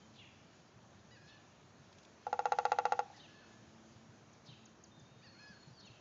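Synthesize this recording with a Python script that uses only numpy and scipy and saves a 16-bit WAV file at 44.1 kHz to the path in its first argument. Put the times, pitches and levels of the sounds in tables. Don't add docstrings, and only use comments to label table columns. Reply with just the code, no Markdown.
import sys
import numpy as np
from scipy import signal
from scipy.fft import rfft, irfft, next_fast_len
from scipy.io import wavfile
from scipy.ndimage import uniform_filter1d, map_coordinates

SR = 44100
rng = np.random.default_rng(int(sys.argv[2]) if len(sys.argv) > 2 else 0)


def linear_from_db(decibels):
    return 10 ** (np.asarray(decibels, float) / 20)


def persist_wave(psi):
    counts = np.round(np.clip(psi, -1, 1) * 32767).astype(np.int16)
    wavfile.write(sys.argv[1], SR, np.atleast_2d(counts).T)


N = 264952
TIME = np.arange(N) / SR


def unit(x):
    return x / np.sqrt(np.mean(x ** 2) + 1e-20)


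def along(points, hz):
    f, v = np.transpose(points)
    return np.interp(np.log(hz + 1), np.log(f + 1), v)


def wobble(rate):
    knots = rng.standard_normal(int(N * rate / SR) + 4)
    return map_coordinates(knots, [TIME * rate])


def coloured(x, spectrum):
    m = next_fast_len(len(x) + 8192)
    gain = linear_from_db(along(spectrum, np.fft.rfftfreq(m, 1 / SR)))
    return irfft(rfft(x, m) * gain, m)[:len(x)]


def rush(spectrum, patchy_db):
    z = signal.stft(rng.standard_normal(N + 512), nperseg=512)[2]
    field = uniform_filter1d(rng.standard_normal(z.shape), 6, 0)
    field = uniform_filter1d(field, 14, 1)
    noise = signal.istft(z * linear_from_db(patchy_db * unit(field)), nperseg=512)[1][:N]
    return unit(coloured(noise, spectrum))


def note(rows, start=0., stretch=1.):
    s, *cols = np.transpose(rows)
    s = start + stretch * s
    span = slice(round(s[0] * SR), min(round(s[-1] * SR), N))
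    t = TIME[span]
    edge_s = 0.025 * (s[-1] - s[0]) + 1e-4
    fade = np.clip(np.minimum(t - s[0], s[-1] - t) / edge_s, 0, 1)
    return span, fade, [np.interp(t, s, c) for c in cols]


def cycles(hz):
    return 2 * np.pi * np.cumsum(hz) / SR


# (frequency [Hz], t60 [s])
GARDEN_T60 = [(300, 0.2), (800, 0.44), (2000, 0.79), (7000, 0.29)]


def garden(x, echoes, loss, tail_db, linger):
    hz, t, z = signal.stft(rng.standard_normal(SR // 2), SR, nperseg=256)
    decay = linear_from_db(-60 * t / (linger * along(GARDEN_T60, hz)[:, None]))
    tail = signal.istft(z * decay, SR, nperseg=256)[1]
    tail *= linear_from_db(tail_db) / np.linalg.norm(tail)
    reply = np.pad(tail, (round(0.024 * SR), 0))
    for s, db in echoes:
        reply[round(s * SR)] += linear_from_db(db)
    return coloured(signal.fftconvolve(x, reply)[:N], loss)


# (frequency [Hz], density [dB per Hz])
RUMBLE_SPECTRUM = [(15, -59.5), (25, -55.5), (59, -12), (107, 0.5), (145, -1.5), (223, -3.5), (350, -17),
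                   (460, -30.5), (770, -120)]
TRAFFIC_SPECTRUM = [(160, -7.5), (280, -6.5), (330, -4.5), (494, -8), (629, -7), (1800, -15.5), (2340, -30),
                    (3960, -120)]
LEAVES_SPECTRUM = [(1290, -23.5), (2200, -4.5), (2450, -4.5), (3330, -7), (3600, -8), (4040, -7.5),
                   (5100, -9.5), (6540, -6.5), (6960, -8.5), (7600, -15), (9880, -58.5), (16700, -120)]
# (time [s], level [dB])
BREEZE = [(0, 0), (1.3, -0.5), (2.2, 1), (2.6, 4.5), (3.3, 2.5), (3.8, 0.5), (5, -2.1), (5.5, 1.3),
          (6.01, -0.5)]
# (time [s], length [s], level [dB])
MOTOR_LOADS = [
    (3.363, 0.77, -64),
    (4.4, 0.66, -66.5),
]
# (order, level [dB])
MOTOR_ORDERS = [(1, -16), (2, 1), (3, -6)]


def town():
    breeze_db = np.interp(TIME, *np.transpose(BREEZE))
    rumble_db = -65 + 0.83 * wobble(5.7) + 0.37 * wobble(2.77)
    traffic_db = -64.5 + 0.4 * breeze_db + 0.17 * wobble(4.6)
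    leaves_db = -71.5 + breeze_db + 0.41 * wobble(12)
    out = linear_from_db(rumble_db) * rush(RUMBLE_SPECTRUM, patchy_db=0.0)
    out += linear_from_db(traffic_db) * rush(TRAFFIC_SPECTRUM, patchy_db=0.5)
    out += linear_from_db(leaves_db) * rush(LEAVES_SPECTRUM, patchy_db=1.52)
    idle_db, ramp_s, motor_hz = -76, 0.15, 111
    motor_db = idle_db + 1.2 * wobble(5)
    for s, length, db in MOTOR_LOADS:
        load = np.clip(np.minimum(TIME - s, s + length - TIME) / ramp_s, 0, 1)
        motor_db += (db - idle_db) * load
    shaft = cycles(motor_hz * (1 + 0.0081 * wobble(15)))
    motor = sum(linear_from_db(order_db) * np.sin(k * shaft) for k, order_db in MOTOR_ORDERS)
    return out + linear_from_db(motor_db) * motor


# (time [s], length [s], from [Hz], to [Hz], level [dB])
WHISTLES = [
    (4.912, .108, 3650, 3625, -71),
    (5.04, .18, 3700, 3690, -77),
    (0.015, .07, 3140, 3100, -73),
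    (5.965, .043, 3075, 3120, -74),
    (3.415, .033, 1640, 1390, -63),
]
# (time [s], level [dB], slowness [ratio])
SEEPS = [
    (5.212, -64.5, 0.95),
    (5.469, -67.5, 0.93),
    (5.734, -65, .75),
]
# (time [s], pitch [Hz], level [dB])
SEEP = [(0, 4850, -5), (.05, 4520, 0), (.09, 4330, -1), (.13, 4400, -3), (.18, 4300, -3), (.25, 4270, -6)]
# (time [s], level [dB], slowness [ratio])
TSIPS = [
    (4.33, -63, 1.05),
    (4.654, -57, 1.1),
    (4.837, -53, 0.85),
    (4.995, -62.5, 1.05),
    (5.667, -67.5, 3.1),
    (5.849, -65, 3.4),
]
# (time [s], pitch [Hz], level [dB])
TSIP = [(0, 7200, -12), (.002, 6900, 0), (.007, 5900, -3), (.011, 4900, -13), (.03, 3900, -21)]


def whistlers():
    out, tremble, flutter = np.zeros(N), wobble(130), wobble(90)
    notes = []
    for s, length, from_hz, to_hz, db in WHISTLES:
        glide = [(0, from_hz, 0), (1, to_hz, -2)]
        notes.append((glide, s, db, length))
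    notes += [(SEEP, *row) for row in SEEPS]
    notes += [(TSIP, *row) for row in TSIPS]
    for rows, s, level_db, slowness in notes:
        span, fade, (hz, db) = note(rows, s, slowness)
        loose = min(len(hz) / SR / 0.11, 1) ** 2
        phase = cycles(hz * (1 + 0.014 * loose * tremble[span]))
        out[span] += fade * linear_from_db(level_db + db + 3.2 * loose * flutter[span]) * np.sin(phase)
    return out


# (delay [s], level [dB])
BIRD_WALLS = [(.03, -17), (.055, -8), (.085, -15), (.12, -17)]
# (frequency [Hz], level [dB])
GROUND_LOSS = [(300, 0), (1600, 0), (3000, -3), (7000, -9)]


def bird_replies(thin, nasal, harsh):
    out = garden(thin, BIRD_WALLS[:1], GROUND_LOSS, tail_db=-2.5, linger=0.7)
    out += garden(nasal, BIRD_WALLS[:2], GROUND_LOSS, tail_db=-10, linger=0.7)
    out += garden(harsh, BIRD_WALLS, GROUND_LOSS, tail_db=-1.5, linger=1.6)
    return out


# (time [s], pitch factor [ratio], beak factor [ratio], slowness [ratio], level [dB])
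CHIRPS = [
    (.137, .725, .89, 1.2, -62),
    (1.258, .76, .99, 1.02, -64.5),
    (3.156, .99, 1.0, 1.17, -60.5),
    (4.448, 1.0, 1.01, 1.02, -59.5),
    (5.79, .97, .99, 1.1, -61),
]
# (time [s], pitch [Hz], level [dB], beak resonance [Hz], rasp [0-1])
CHIRP = [(0, 560, -17, 5400, .9), (.018, 610, -6, 4700, .85), (.032, 670, -3, 3950, .3),
         (.046, 780, 0, 3600, .24), (.058, 800, 0, 3500, .22), (.073, 730, -1, 3000, .16),
         (.094, 625, -3, 2650, .14)]


def chirper():
    out, flutter = np.zeros(N), wobble(90)
    for s, factor, beak, slowness, db in CHIRPS:
        span, fade, (hz, shape_db, beak_hz, rasp) = note(CHIRP, s, slowness)
        hz, beak_hz = hz * factor, beak_hz * beak
        jitter = uniform_filter1d(rng.standard_normal(len(hz)), size=40)
        jitter = unit(uniform_filter1d(jitter, size=40))
        phase = cycles(hz) + 0.4 * rasp * jitter
        width_hz = 500 + 800 * rasp
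        stack = np.zeros(len(hz))
        for k in range(2, 14):
            stack += np.exp(-((k * hz - beak_hz) / width_hz) ** 2) * np.sin(k * phase)
        out[span] += fade * linear_from_db(db + shape_db + 3.2 * flutter[span]) * stack
    return out


# (time [s], peak level [dB])
CLICKS = [
    (1.928, -55),
    (1.9849, -53),
    (2.0323, -55),
    (2.05, -54),
]
# (time [s], peak level [dB], pitch [Hz])
BUMPS = [(0.166, -59, 174), (0.757, -48, 112), (0.949, -54, 112), (1.34, -51, 119), (1.796, -50, 140),
         (3.284, -57, 125), (3.959, -47.5, 115), (4.091, -45.5, 111), (4.276, -53, 133),
         (4.487, -43.5, 139), (4.519, -46, 131), (4.975, -47, 154), (5.019, -48, 124), (5.112, -51.5, 145),
         (5.268, -51, 102), (5.499, -46.5, 187), (5.672, -43, 143), (5.708, -48, 122), (5.838, -48, 193),
         (5.9, -47.5, 117.5)]


def hand():
    clicks, bumps, t = np.zeros(N + SR), np.zeros(N + SR), np.arange(SR // 10) / SR
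    for s, db in CLICKS:
        clicks[round(s * SR):][:len(t)] += linear_from_db(db + 1.5 - 60 * t / 0.036) * rng.standard_normal(len(t))
    for s, db, hz in BUMPS:
        thud = np.sin(2 * np.pi * hz * t) * (1 - np.exp(-t / 0.0033))
        bumps[round(s * SR):][:len(t)] += linear_from_db(db + 2.0 - 60 * t / 0.081) * thud
    return coloured(clicks[:N], [(1500, -19), (3000, 2.5), (7000, -5)]) + bumps[:N]


# (time of top [s], scoop [s], hold [s], top pitch [Hz])
SHORT_NOTES = [
    (1.116, .012, .026, 980),
    (3.15, .025, .004, 1005),
    (5.245, .032, .003, 965),
]
# (time [s], length [s], glide [s], from [Hz], top pitch [Hz])
LONG_NOTES = [
    (1.165, .235, .14, 815, 874),
    (3.275, .295, .08, 845, 866),
    (5.34, .21, .062, 680, 845),
]
# (first note level [dB], second note level [dB], beak opening on first [dB], on second [dB])
CALL_LEVELS = [
    (-68.5, -70, 2.5, 1),
    (-67.5, -72, -3, -2),
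    (-70, -64, 5, -1.5),
]


def calls():
    scoop_from, scoop_db = 0.74, -11
    sink_to, sink_hz_per_s, sink_db = 0.84, 4300, -4
    droop_to, droop_s, droop_db, sag_db = 0.87, 0.04, -4, -2.5
    opens_db, closes_db = 5, 4
    for short, long, levels in zip(SHORT_NOTES, LONG_NOTES, CALL_LEVELS):
        top, scoop, hold, hz = short
        s, length, glide, low, high = long
        db, held_db, beak_db, wide_db = levels
        end = top + hold + hz * (1 - sink_to) / sink_hz_per_s
        yield [(top - scoop, scoop_from * hz, db + scoop_db, beak_db),
               (top, hz, db, beak_db),
               (top + hold, hz, db, beak_db),
               (end, sink_to * hz, db + sink_db, beak_db)]
        entry_db = held_db + scoop_db * (1 - low / high) / (1 - scoop_from)
        leap_s, leap_hz = s + 0.65 * glide, low + 0.3 * (high - low)
        yield [(s, low, entry_db, wide_db - opens_db),
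               (leap_s, leap_hz, entry_db, wide_db - opens_db),
               (s + glide, high, held_db, wide_db),
               (s + length - droop_s, high, held_db + sag_db, wide_db - closes_db),
               (s + length, droop_to * high, held_db + sag_db + droop_db, wide_db - 2 * closes_db)]


# (frequency [Hz], level [dB])
CALLER_THROAT = [(1750, 2), (2600, -3), (3400, -10), (3900, -10), (4300, -2.5), (5100, -7), (5700, -19),
                 (7000, -16)]


def caller():
    out = np.zeros(N)
    unsteady = [wobble(45) for k in range(8)]
    for rows in calls():
        span, fade, (hz, db, open_db) = note(rows)
        phase = cycles(hz)
        stack = np.zeros(len(hz))
        for k in range(2, 8):
            overtone_db = along(CALLER_THROAT, k * hz) + open_db * (k > 2)
            overtone_db += (1.3 + 0.2 * k) * unsteady[k][span]
            stack += linear_from_db(overtone_db) * np.sin(k * phase)
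        out[span] += fade * linear_from_db(db + 2.5) * stack
    return out


# (time [s], peak level [dB])
BLOWS = [(2.267, -26), (2.328, -21), (2.391, -21), (2.455, -19), (2.52, -18), (2.586, -18.5), (2.652, -18),
         (2.718, -17.5), (2.786, -18), (2.853, -18), (2.921, -18), (2.991, -19.5)]
# (frequency [Hz], level [dB], t60 [s], direction of motion at the beak [+1/-1])
TRUNK = [(487, -11.7, .1, -1), (647, -13.6, .026, -1), (784, -13.4, .12, 1), (818, -2.4, .061, 1),
         (959, -7, .019, -1), (994, -10.6, .02, 1), (1393, -12.7, .049, -1), (1500, -22.6, .062, -1),
         (1783, -18, .009, -1), (2070, -13.6, .008, 1)]
# (frequency [Hz], level [dB], t60 [s])
BARK_SHELL = [(1131, -24.5, 0.11), (1850, -40.5, 0.15), (2280, -45, 0.099), (2565, -35, 0.095),
              (2733, -32, 0.067), (3360, -33.5, 0.032)]
# (frequency [Hz], level [dB])
CRACK = [(1500, -22), (2300, 4.5), (3000, -1), (3900, 2), (4500, -0.5), (5000, 2.5), (5700, -7.5),
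         (6600, 4), (8500, -32)]


def woodpecker():
    t = np.arange(SR // 6) / SR
    hz, level_db, t60, way = np.transpose(TRUNK)[:, :, None]
    modes = way * linear_from_db(level_db - 60 * t / t60) * np.sin(2 * np.pi * hz * t)
    modes *= 1 - np.exp(-t / 0.00015)
    modes = signal.lfilter(*signal.butter(2, 400, "high", fs=SR), modes)
    low, middle, upper = modes[:-4].sum(0), modes[-4:-2].sum(0), modes[-2:].sum(0)
    late = np.clip(t - 0.0007, 0, 1)
    shell = sum(linear_from_db(db - 60 * late / t60) * np.sin(2 * np.pi * hz * late) for hz, db, t60 in BARK_SHELL)
    snap_shape = linear_from_db(-60 * late / 0.012) * (1 - np.exp(-late / 0.0009))
    same = rng.standard_normal(len(t))
    full_blow_db, hardens = -19.5, 1.2
    wood, bark = np.zeros(N), np.zeros(N)
    for s, db in BLOWS:
        hard = linear_from_db(hardens * (db - full_blow_db))
        ring = low + hard ** 0.4 * middle + hard * (upper + shell)
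        snap = unit(coloured(same + 0.35 * rng.standard_normal(len(t)), CRACK)) * snap_shape
        wood[round(s * SR):][:len(t)] += linear_from_db(db - 1.0) * ring
        bark[round(s * SR):][:len(t)] += linear_from_db(db - 15.5) * hard * snap
    return wood, bark


# (delay [s], level [dB])
NEAR = [
    (.0095, -10.6),
    (.0163, -12),
]
# (delay [s], level [dB])
WALLS = [(.034, -29), (.043, -27), (.088, -31), (.109, -24.5), (.124, -29), (.139, -30), (.186, -31)]
# (frequency [Hz], level [dB])
WALL_LOSS = [(350, -14), (500, -9), (800, 0), (1400, -9), (3000, -12), (7000, -22)]


def drum_replies(wood, bark):
    out = garden(wood, NEAR, GROUND_LOSS, tail_db=-26, linger=0.47)
    out += garden(bark, NEAR[:1], GROUND_LOSS, tail_db=-26.5, linger=0.5)
    out += garden(wood, WALLS, WALL_LOSS, tail_db=-26, linger=1.3)
    return out


def scene():
    background = town()
    thin, harsh, nasal = whistlers(), chirper(), caller()
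    birds = thin + harsh + nasal + bird_replies(thin, nasal, harsh)
    wood, bark = woodpecker()
    drumming = wood + bark + drum_replies(wood, bark)
    return (background + birds + hand() + drumming)[None]


def low_pass(x):
    return signal.sosfilt(signal.butter(12, 7750, fs=SR, output="sos"), x)


def record(dry):
    response = [(30, -18), (80, -2), (6900, 1.0), (7600, -11.5), (8600, -9), (9300, -70)]  # (Hz, dB)
    phone = coloured(dry[0], response)
    hiss = linear_from_db(-100) * rng.standard_normal(N)
    return low_pass((phone + hiss)[None])


dry = scene()
out = record(dry)
persist_wave(out)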